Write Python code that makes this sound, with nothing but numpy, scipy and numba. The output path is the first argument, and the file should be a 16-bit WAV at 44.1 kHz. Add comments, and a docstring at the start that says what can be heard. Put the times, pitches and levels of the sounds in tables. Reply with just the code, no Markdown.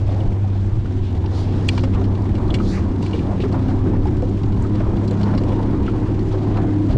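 """Outboard jet boat under way

A three-cylinder jet outboard hums at part throttle on a flat metal boat, heard by a small cased camera on a pole.
The motor is a series of shaft-rate tones; the hull drones through noise-driven resonances; wind, wash and spray
are shaped noise. Bubbles gurgle as rising sines, waves slap trapped air, splashes hiss in swelling bands, drops
patter as noise clicks and loose gear ticks by ringing its modes. The camera rides its gain and rounds the peaks."""
import sys
import numpy as np
from scipy import signal
from scipy.fft import rfft, irfft
from scipy.io import wavfile
from scipy.ndimage import uniform_filter1d
from numba import njit

SR = 44100
rng = np.random.default_rng(int(sys.argv[2]) if len(sys.argv) > 2 else 0)


def bounce(signal):
    """Save signal as a 16-bit WAV file at the path given by the first command-line argument."""
    frames = np.transpose(np.atleast_2d(signal))
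    limited = np.clip(frames, -1, 1)
    pcm = np.round(limited * 32767).astype(np.int16)
    wavfile.write(sys.argv[1], SR, pcm)


N = 307377
T = np.arange(N) / SR


def undb(db):
    """Decibel law: the amplitude gain of a level in dB."""
    return 10 ** (np.asarray(db) / 20)


def unit(x):
    """Power normalisation: scaled to rms 1."""
    return x / np.sqrt(np.mean(x ** 2))


def crest(x):
    """Peak normalisation: scaled to peak 1."""
    return x / np.max(abs(x))


def read(table):
    """Linear interpolation: every column of a curve table, one value a sample."""
    s, *columns = np.transpose(table)
    return [np.interp(T, s, c) for c in columns]


def band(x, hz, width_hz):
    """Simple resonance: a two-pole filter with gain 1 at its centre."""
    return signal.lfilter(*signal.iirpeak(hz, hz / width_hz, fs=SR), x)


def steep(x, hz, width_hz):
    """Cascaded resonance: the same one applied twice, for dark skirts."""
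    return band(band(x, hz, width_hz), hz, width_hz)


def smooth_twice(x, size):
    """Low-pass smoothing: two running means of the same length in samples."""
    return uniform_filter1d(uniform_filter1d(x, size), size)


def walk(rate):
    """Slow random modulation: levels held 1 / rate s and slewed twice; spread 1."""
    hold = int(SR / rate)
    steps = np.repeat(rng.standard_normal(N // hold + 1), hold)
    return unit(smooth_twice(steps, hold)[:N])


def coloured(spectrum, flicker_db, grain_db):
    """Spectral shaping of noise: each third-octave slice flickers alone; shared grains roughen them all."""
    hz, db = np.transpose(spectrum)
    f = np.maximum(np.arange(N // 2 + 1) * SR / N, 1)
    white = rng.standard_normal(N) * undb(grain_db * walk(150))
    full = rfft(white) * undb(np.interp(np.log(f), np.log(hz), db, -120, -120))
    place = 3 * np.log2(f / hz[0])  # in third octaves above the lowest corner
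    slices = int(3 * np.log2(hz[-1] / hz[0])) + 2
    out = 0
    for k in range(slices):
        weight = np.clip(1 - abs(place - k), 0, 1)  # neighbouring slices crossfade
        out = out + irfft(full * weight, N) * undb(flicker_db * walk(18))
    return unit(out)


# Shaft speed and firing tone. Each row: time in seconds, shaft turns in Hz, mean firing tone rms in dB.
SHAFT = [(0, 32.87, -17), (.23, 33.24, -21), (.56, 32.56, -17), (.8, 32.52, -21.5), (1.05, 31.94, -21),
         (1.4, 32.13, -18.5), (1.84, 32.37, -18), (2.46, 33.12, -21), (2.75, 32.3, -22), (3.3, 32.43, -25),
         (3.8, 32.5, -18.5), (4.15, 33.02, -22), (4.35, 33.68, -18.5), (4.8, 33.89, -23),
         (5.4, 33.99, -18.5), (5.8, 33.8, -24), (6.2, 34.35, -21.5), (6.75, 33.8, -18.5),
         (6.97, 34.36, -20.5)]
# Overtones that come and go with the load.
# Each row: time in seconds, then the mean rms in dB of the 6th, 8th and 9th orders.
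LOAD_OVERTONES = [(0, -46, -37.5, -46.5), (.5, -32.5, -42.5, -51), (1.05, -45, -38, -45),
                  (1.5, -51, -32.5, -37.5), (1.9, -29.5, -31.5, -42), (2.1, -30.5, -33, -42.5),
                  (2.7, -25, -33, -36), (2.95, -36.5, -32.5, -35), (3.3, -31, -36, -39),
                  (3.6, -27, -28, -39), (3.9, -46, -28.5, -31), (4.3, -30.5, -31.5, -34),
                  (4.7, -30.5, -35.5, -32.5), (5.2, -24.5, -38.5, -31), (5.6, -29, -28.5, -28),
                  (6.0, -34, -34.5, -29), (6.4, -37, -35.5, -26.5), (6.97, -35, -30.5, -27.5)]
# Weak tones heard through the hull. Each row: multiple of the shaft rate, level in dB against the drone curve.
HULL_BORNE_ORDERS = [(1, -10.5), (2, -17), (4, -16), (5, -13), (7, -17), (10, -20), (11, -18.5),
                     (12, -26.5)]
# A fainter tone under the firing tone. Each row: time in seconds, mean rms in dB.
FAINT_UNDERTONE = [(0, -30.5), (.7, -34.5), (1.2, -24), (1.7, -33), (2.3, -30.5), (4, -33.5), (6.97, -41)]
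UNDERTONE_ORDER = 2.45  # multiple of the shaft rate


def motor(hull_db):
    """Harmonic synthesis: tones on multiples of the shaft rate, mostly whole, waver with uneven firings."""
    hz, firing_db = read(SHAFT)
    turn = 2 * np.pi * np.cumsum(hz * (1 + 0.0025 * walk(12))) / SR
    # each tone: order, level in dB, waver in dB
    tones = list(zip((3, 6, 8, 9), (firing_db, *read(LOAD_OVERTONES)), (.9, 3.0, 3.0, 3.0)))
    tones += [(round(k), hull_db + db, 4.0) for k, db in HULL_BORNE_ORDERS]
    tones.append((UNDERTONE_ORDER, read(FAINT_UNDERTONE)[0], 3.0))
    out = 0
    for order, db, waver_db in tones:
        amplitude = np.sqrt(2) * undb(db + waver_db * walk(17))  # sqrt(2) turns rms into peak
        phase = order * turn + 0.05 * order * walk(20) + rng.uniform(0, 2 * np.pi)
        out = out + amplitude * np.sin(phase)
    return out


# Drone curve of the boat under way. Each row: time in seconds, level in dB before a 1 dB cut.
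DRONE = [(0.0, -30), (0.29, -24.5), (0.41, -32), (0.49, -30), (1.18, -26.5), (1.8, -23.5), (2.7, -21),
         (2.79, -24.5), (3.53, -21), (3.84, -23), (3.87, -16.5), (4.02, -22), (4.44, -23.5), (5.32, -21),
         (6.39, -22), (6.46, -19.5), (6.83, -22), (6.97, -17)]
# Panel resonances. Each row: centre in Hz, width in Hz of each of two passes, mean relative level in dB.
PANEL_MODES = [(82.4, 40, -3.5), (132.4, 62, -1), (191.8, 54, 0), (266, 83, -1), (326, 58, -1.5),
               (378.4, 33, -5.5)]


def hull(level_db):
    """Forced vibration: water under the bottom shakes the panel resonances."""
    ring = 0
    for hz, width_hz, db in PANEL_MODES:
        mode = unit(steep(rng.standard_normal(N), hz, width_hz))
        ring = ring + undb(db + 1.22 * walk(14)) * mode
    return undb(level_db - 1.0) * unit(ring)


# Wind gusts. Each row: time in seconds, buffeting level in dB before a 0.1 dB lift.
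BUFFETS = [(0.0, -43), (0.09, -14), (0.13, -28), (0.29, -16.5), (0.39, -38), (0.43, -20.5), (0.52, -25),
           (0.79, -19.5), (0.89, -33), (1.03, -19.5), (1.05, -31), (2.45, -22), (2.52, -16), (2.64, -32),
           (3.92, -22.5), (4.02, -15), (4.21, -24.5), (4.44, -21.5), (4.54, -18.5), (4.6, -14), (4.68, -24),
           (4.95, -19.5), (5.01, -32), (5.8, -20.5), (6.81, -33.5), (6.97, -12.5)]
# Wind spectrum. Each row: frequency in Hz, relative density in dB per Hz.
WIND_SPECTRUM = [(4.7, -41), (8.0, -13.5), (64, -13.5), (80, -13.5), (98, -25), (120, -9.5), (200, -120)]
STEADY_WIND_DB = -32.5  # under the buffets


def wind():
    """Turbulent pressure noise: gusts buffet the case over a steady wind, added as powers."""
    level = np.hypot(undb(read(BUFFETS)[0] + 0.1), undb(STEADY_WIND_DB))
    return level * coloured(WIND_SPECTRUM, flicker_db=0.6, grain_db=3.0)


# Water along the side surging with the chop; spray and gurgle follow it too.
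# Each row: time in seconds, mean wash level in dB before a 0.24 dB lift.
CHOP = [(0.0, -39), (.6, -40.5), (1.08, -41.5), (1.6, -35), (1.74, -36), (2.71, -35), (2.86, -35),
        (3.02, -36.5), (3.16, -35.5), (3.29, -34.5), (4.14, -36.5), (4.26, -40), (4.51, -36), (4.8, -36),
        (4.95, -34.5), (5.42, -33.5), (6.35, -34.5), (6.81, -34.5), (6.95, -31)]
# Wash spectrum. Each row: frequency in Hz, relative density in dB per Hz.
WASH_SPECTRUM = [(240, -38.5), (400, -23.5), (433, 0), (543, -6), (996, -9.5), (1300, -18.5), (1900, -26.5),
                 (2470, -32.5), (4180, -120)]
USUAL_WASH_DB = -35.5


def wash(wash_db):
    """Flow noise: water washing along the side surges with the chop and wavers at random."""
    return undb(wash_db + 0.24 + 1.1 * walk(9)) * coloured(WASH_SPECTRUM, flicker_db=2.0, grain_db=1.5)


GURGLE_RATE, GURGLE_CYCLES = 70, 4.5  # bubbles a second, cycles until faint
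GURGLE_DB = 1.5  # bubble level against its surge, before the scatter of size and pitch
GURGLE_SWING = 1.3  # bubbles swing more than the wash that carries them


def gurgle(wash_db):
    """Bubble resonance: air churned into the wash bursts as short rising tones of scattered pitch and size."""
    surge_db = USUAL_WASH_DB + GURGLE_SWING * (wash_db - USUAL_WASH_DB)
    out = np.zeros(N + SR)
    t = np.arange(SR // 20) / SR
    for when, pitch, size in rng.random((int(GURGLE_RATE * N / SR), 3)):
        hz = 430 * 3.8 ** pitch
        i = int(when * N)
        envelope = np.exp(-3 * t * hz / GURGLE_CYCLES) * np.minimum(t / 0.0005, 1)
        bubble = np.sin(2 * np.pi * hz * t * (1 + 3.5 * t)) * envelope
        db = surge_db[i] + GURGLE_DB - 2.8 * np.log(1 - size) - 11 * pitch
        out[i:i + len(t)] += undb(db) * bubble
    return out[:N]


# Spray spectrum. Each row: frequency in Hz, relative density in dB per Hz.
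SPRAY_SPECTRUM = [(880, -19), (1500, -2.5), (2170, -6), (3430, -8), (7530, -19.5), (11200, -32.5),
                  (13300, -39.5), (14500, -67)]
SPRAY_DB, SPRAY_SHARE = -49, 0.32  # level at the usual wash; share of the wash's swings in dB


def spray(wash_db):
    """Broadband droplet noise: a hiss that follows the wash by a share of its swings."""
    spray_db = SPRAY_DB + SPRAY_SHARE * (wash_db - USUAL_WASH_DB)
    return undb(spray_db) * coloured(SPRAY_SPECTRUM, flicker_db=1.07, grain_db=-1.5)


PATTER_RATE, PATTER_DB = 26, -62.5  # drops a second, level in dB before the scatter of size and pitch


def patter():
    """Impact noise: stray drops on the metal give faint short clicks of scattered pitch and size."""
    out = np.zeros(N + SR)
    t = np.arange(SR // 30) / SR
    for when, pitch, size in rng.random((int(PATTER_RATE * N / SR), 3)):
        hz = 2500 * 2.8 ** pitch
        click = unit(steep(rng.standard_normal(len(t)), hz, .5 * hz)) * np.exp(-t / 0.008)
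        i = int(when * N)
        out[i:i + len(t)] += undb(PATTER_DB - 4.7 * np.log(1.03 - size) - 7 * pitch) * click
    return out[:N]


# Splashes. Each row: time of the crest in seconds, rms at the crest in dB, rise in seconds, centre in Hz.
SPLASH_EVENTS = [(0.121, -49.5, 0.046, 3000), (.2, -34, 0.1, 573), (1.07, -48.5, 0.04, 3020),
                 (1.389, -43, 0.049, 3900), (1.56, -48.5, 0.083, 2980), (1.75, -46.5, 0.084, 4243),
                 (1.95, -41, 0.015, 2500), (1.97, -31.5, 0.027, 890), (2.72, -41, 0.065, 4160),
                 (2.76, -38.5, 0.04, 1970), (3.06, -45.5, 0.031, 3870), (3.17, -46, 0.027, 3430),
                 (3.42, -38.5, 0.013, 2800), (3.55, -34.5, 0.023, 890), (3.7, -47.5, 0.02, 3450),
                 (3.71, -41, .02, 1400), (3.87, -39, .012, 1200), (3.96, -41.5, .015, 1297),
                 (4.07, -51, 0.013, 3020), (4.08, -43, 0.011, 1300), (4.79, -48.5, 0.031, 2540),
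                 (4.83, -40.5, 0.085, 990), (5.24, -48.5, 0.067, 3497), (5.28, -41, 0.085, 1270),
                 (5.52, -47.5, 0.044, 2500), (5.53, -37, 0.038, 599.4), (5.95, -40, .02, 890),
                 (6.34, -36, 0.022, 700), (6.58, -28.5, 0.016, 750), (5.88, -45, 0.03, 2500),
                 (6.33, -46, 0.013, 3500), (6.56, -47.5, 0.022, 3040), (6.92, -43, 0.018, 3463)]
FALL_TO_RISE = 0.87


def splashes():
    """Band-limited noise bursts: sheets of water thrown up along the side, a grainy hiss that swells and dies."""
    out = np.zeros(N)
    drops = rng.standard_normal(N) * undb(0.79 * walk(330))
    for s, db, rise, hz in SPLASH_EVENTS:
        fall = FALL_TO_RISE * rise
        near = slice(max(int((s - 4 * rise) * SR), 0), min(int((s + 4 * fall) * SR), N))
        late = T[near] - s
        swell = np.exp(-.5 * (late / np.where(late < 0, rise, fall)) ** 2)
        hiss = unit(band(steep(drops[near], hz, 0.72 * hz), hz, 3.0 * hz))
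        out[near] += undb(db) * swell * hiss
    return out


# Wave slaps. Each row: start in seconds, ring level in dB before its fade, starting pitch in Hz,
# burst level in dB against the ring.
SLAP_EVENTS = [(0.09, -24, 635, -13), (0.443, -26, 770, -21), (.855, -37, 1420, 1), (1.240, -26, 860, -9),
               (1.322, -33, 776, -9), (1.377, -36, 960, 3), (1.777, -23, 978, -1), (1.835, -20, 500, -6.5),
               (2.013, -24.5, 693, -7), (2.291, -32.5, 830, -5), (2.601, -22, 1255, -9),
               (3.141, -21, 457, -12.5), (3.436, -13, 379, -18), (3.435, -36, 1730, -12),
               (3.52, -31, 1030, -14), (3.541, -26, 966, -8), (3.686, -37, 1480, -14),
               (3.689, -24.5, 717, -16), (3.775, -32, 940, -18), (3.863, -14.5, 374, -25),
               (3.934, -23, 844, -18), (4.055, -18.5, 803, -22), (4.224, -15, 483.6, -39),
               (4.65, -29.5, 1251, -12), (4.757, -26, 532.6, -13), (4.803, -21.5, 630, -12),
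               (5.111, -21, 476.5, -18), (5.232, -27, 1010, -7), (5.256, -33, 900, -14),
               (5.337, -30, 604, -3), (5.351, -32, 985, -12), (5.378, -26.5, 1060, -6),
               (5.518, -20, 500, -14), (5.73, -21.5, 392, -17), (5.88, -21.5, 1330, -11),
               (5.934, -29, 935, -12), (6.098, -42, 789, -5), (6.339, -21, 474, -17),
               (6.574, -23.5, 968, -9), (6.9, -22.5, 649.3, -21)]
SLAP_T60_S, SLAP_SHORTENS = 0.091, 0.82  # ring time at 700 Hz; power by which higher pockets die sooner


def slaps():
    """Cavity resonance: air trapped under the plate rings briefly, rising a little, with a shorter broad burst."""
    out = np.zeros(N + SR)
    t = np.arange(SR // 5) / SR
    for s, db, hz, burst_db in SLAP_EVENTS:
        fade = np.exp(-np.log(1000) * t / SLAP_T60_S * (hz / 700) ** SLAP_SHORTENS)
        wobble = 0.074 * np.cumsum(smooth_twice(rng.standard_normal(len(t)), 24))
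        pocket = np.sin(2 * np.pi * hz * t * (1 + .8 * t) + wobble) * np.minimum(t / 0.0011, 1)
        noise = unit(steep(rng.standard_normal(len(t)), 950., 1300.0))
        burst = noise * np.minimum(t / 0.0017, 1) * np.sqrt(fade)
        i = int(s * SR)
        out[i:i + len(t)] += undb(db) * fade * (pocket + undb(burst_db) * burst)
    return out[:N]


DETUNE = 0.012  # spread of the modes from tick to tick, as a fraction of their pitch


def struck(push, modes, bright_hz, focus_db):
    """Modal synthesis: a push rings detuned modes, weighted by distance from one pitch; the peak is 1."""
    out = 0
    for k, (hz, db, t60) in enumerate(modes):
        mode_hz = hz * (1 + DETUNE * rng.standard_normal())
        width_hz = np.log(1000) / (np.pi * t60)  # a longer ring is a narrower resonance
        ring = crest(band(band(push, hz, hz / 2.0), mode_hz, width_hz))
        gain = undb(db - focus_db * abs(np.log2(hz / bright_hz)))
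        out = out + (-1) ** k * gain * ring
    return crest(out)


# Ticks of loose gear. Each row: start in seconds, peak of the lower modes in dB, favoured pitch in Hz,
# upper modes in dB against that peak, narrowness in dB per octave, contact decay in seconds.
TICK_EVENTS = [(0.205, -36, 3180, -22, 30, .004), (1.259, -33, 4830, -34, 4, 0.005),
               (1.683, -28.5, 4190, -1, 4, 0.004), (1.688, -6.5, 2900, -20, 12, 0.003),
               (1.777, -23, 2600, -15, 2, 0.004), (1.791, -28.5, 3100, -24, 10, .005),
               (1.835, -28, 2000, -17, -3, 0.0074), (1.946, -36, 2970, -12, 10, .008),
               (2.039, -33, 4170, -16, 4, 0.0091), (2.152, -35, 3500, -23, 15, 0.0031),
               (2.22, -44, 5300, -6, 20, .004), (2.352, -32, 2980, -17, 6, 0.0052),
               (2.478, -39, 4270, -11, 25, .003), (2.504, -24.5, 3440, -23, 50, 0.0044),
               (2.541, -17, 3200, -15, 2, 0.0075), (2.585, -34, 2420, -28, 15, 0.0082),
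               (3.025, -30.5, 5210, -9, 1, 0.0066), (3.062, -29, 2387, -16, 10, .003),
               (3.11, -34, 4590, -14, 4, 0.0021), (3.132, -25.5, 2720, -32, 22, 0.0094),
               (3.19, -31.5, 2500, -19, 11, 0.0043), (3.402, -28.5, 2500, -30, 14, 0.0034),
               (3.524, -35, 4780, -10, 9, 0.0052), (3.683, -35, 2930, -14, 14, .004),
               (4.055, -41, 3500, -3, 5, .002), (4.07, -40, 5300, -10, 14, 0.0038),
               (4.167, -44, 4200, -6, 7, .003), (4.222, -39.5, 5000, -5, 6, 0.0019),
               (4.295, -47, 5000, -1, 5, 0.0022), (4.433, -33.5, 4577, -18, 4, .004),
               (4.522, -38, 3850, -15, 12, 0.0041), (4.543, -42, 3400, -8, -1, 0.0027),
               (4.622, -53, 5300, 13, 20, .005), (4.752, -36.5, 4375, -12, 13, 0.0044),
               (4.968, -36.5, 3500, -18, 12, .004), (5.077, -33.5, 5000, -10, 19, 0.0051),
               (5.109, -33.5, 3916, -5.5, 21, 0.0036), (5.211, -31, 4500, -15, 2, 0.0042),
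               (5.231, -27.5, 4470, -17, 13, .005), (5.35, -32, 5200, -21, 10, .003),
               (5.377, -26.5, 4690, -16, 11, 0.0056), (5.435, -33.5, 3520, -14, 3, 0.0045),
               (5.489, -37, 4008, -12, 10, .004), (5.863, -32, 2276, -21, 3, 0.0038),
               (6.191, -37.5, 4075, -17, 17, 0.0045), (6.57, -31, 2836, -22, 5, 0.0038),
               (6.906, -30, 3380, -15, 9, .004)]
# Lower modes of the gear. Each row: nominal pitch in Hz, relative peak in dB, t60 in seconds.
LOWER_MODES = [(1490, -12.5, .008), (1973, -7, 0.013), (2323, -3, 0.027), (2854, -0.5, 0.015),
               (3440, -8, 0.014), (4114, -5, 0.022), (4630, -8, 0.022), (5380, -7, 0.0068)]
# Upper modes of the gear. Each row: nominal pitch in Hz, relative peak in dB, t60 in seconds.
UPPER_MODES = [(6010, -8.5, 0.012), (6830, -4.5, 0.015), (7520, -5.5, 0.013), (8180, -6.5, 0.012),
               (10200, -15, 0.0052), (11600, -19, .006)]
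FIRST_TOUCH, CHATTER_RISE_S = 3.5, 0.0011  # size of the first touch against the chatter


def ticks():
    """Impact excitation: a sharp touch and short chatter ring the gear; each tick sets its upper modes' level."""
    out = np.zeros(N + SR)
    t = np.arange(SR // 16) / SR
    for s, db, bright_hz, upper_db, focus_db, contact in TICK_EVENTS:
        envelope = np.exp(-t / max(contact, .001)) * np.minimum(t / CHATTER_RISE_S, 1)
        push = rng.standard_normal(len(t)) * envelope
        push[0] = FIRST_TOUCH
        lower = struck(push, LOWER_MODES, bright_hz, focus_db)
        upper = struck(push, UPPER_MODES, 7000., 0)
        i = int(s * SR)
        out[i:i + len(t)] += undb(db) * (lower + undb(upper_db) * upper)
    return out[:N]


def scene():
    """Superposition: motor, hull, wind, water and gear summed at the microphone."""
    hull_db, wash_db = read(DRONE)[0], read(CHOP)[0]
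    boat = motor(hull_db) + hull(hull_db)
    water = wash(wash_db) + gurgle(wash_db) + spray(wash_db)
    impacts = patter() + splashes() + slaps() + ticks()
    return (boat + wind() + water + impacts)[None]


@njit
def hold_level(x, top, ratio, attack, release):
    """Compression: a follower rises fast and sinks slowly with the sound; gain drops while it is above top."""
    y, e, smooth = np.empty(len(x)), top, top
    for i in range(len(x)):
        e += (abs(x[i]) - e) * (attack if abs(x[i]) > e else release)
        smooth += (max(e, top) - smooth) * attack
        y[i] = x[i] * (top / smooth) ** (1 - 1 / ratio)
    return y


CEILING = .55  # amplitude the rounded peaks approach
CASE_HZ, TOP_HZ = 10400, 14500  # gentle muffling by the case; steep cut of the treble


def record(dry):
    """Compression, saturation and low-pass filtering: the camera rides its gain; its case muffles the top."""
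    # attack and release are the fractions of the gap closed each sample
    held = hold_level(dry[0], 0.25, 4.0, 0.0065, 0.00069)
    rounded = CEILING * np.tanh(held / CEILING)
    muffled = signal.sosfilt(signal.butter(2, CASE_HZ, fs=SR, output="sos"), rounded)
    return signal.sosfilt(signal.ellip(8, .2, 70, TOP_HZ, fs=SR, output="sos"), muffled)[None]


dry = scene()
out = record(dry)
bounce(out)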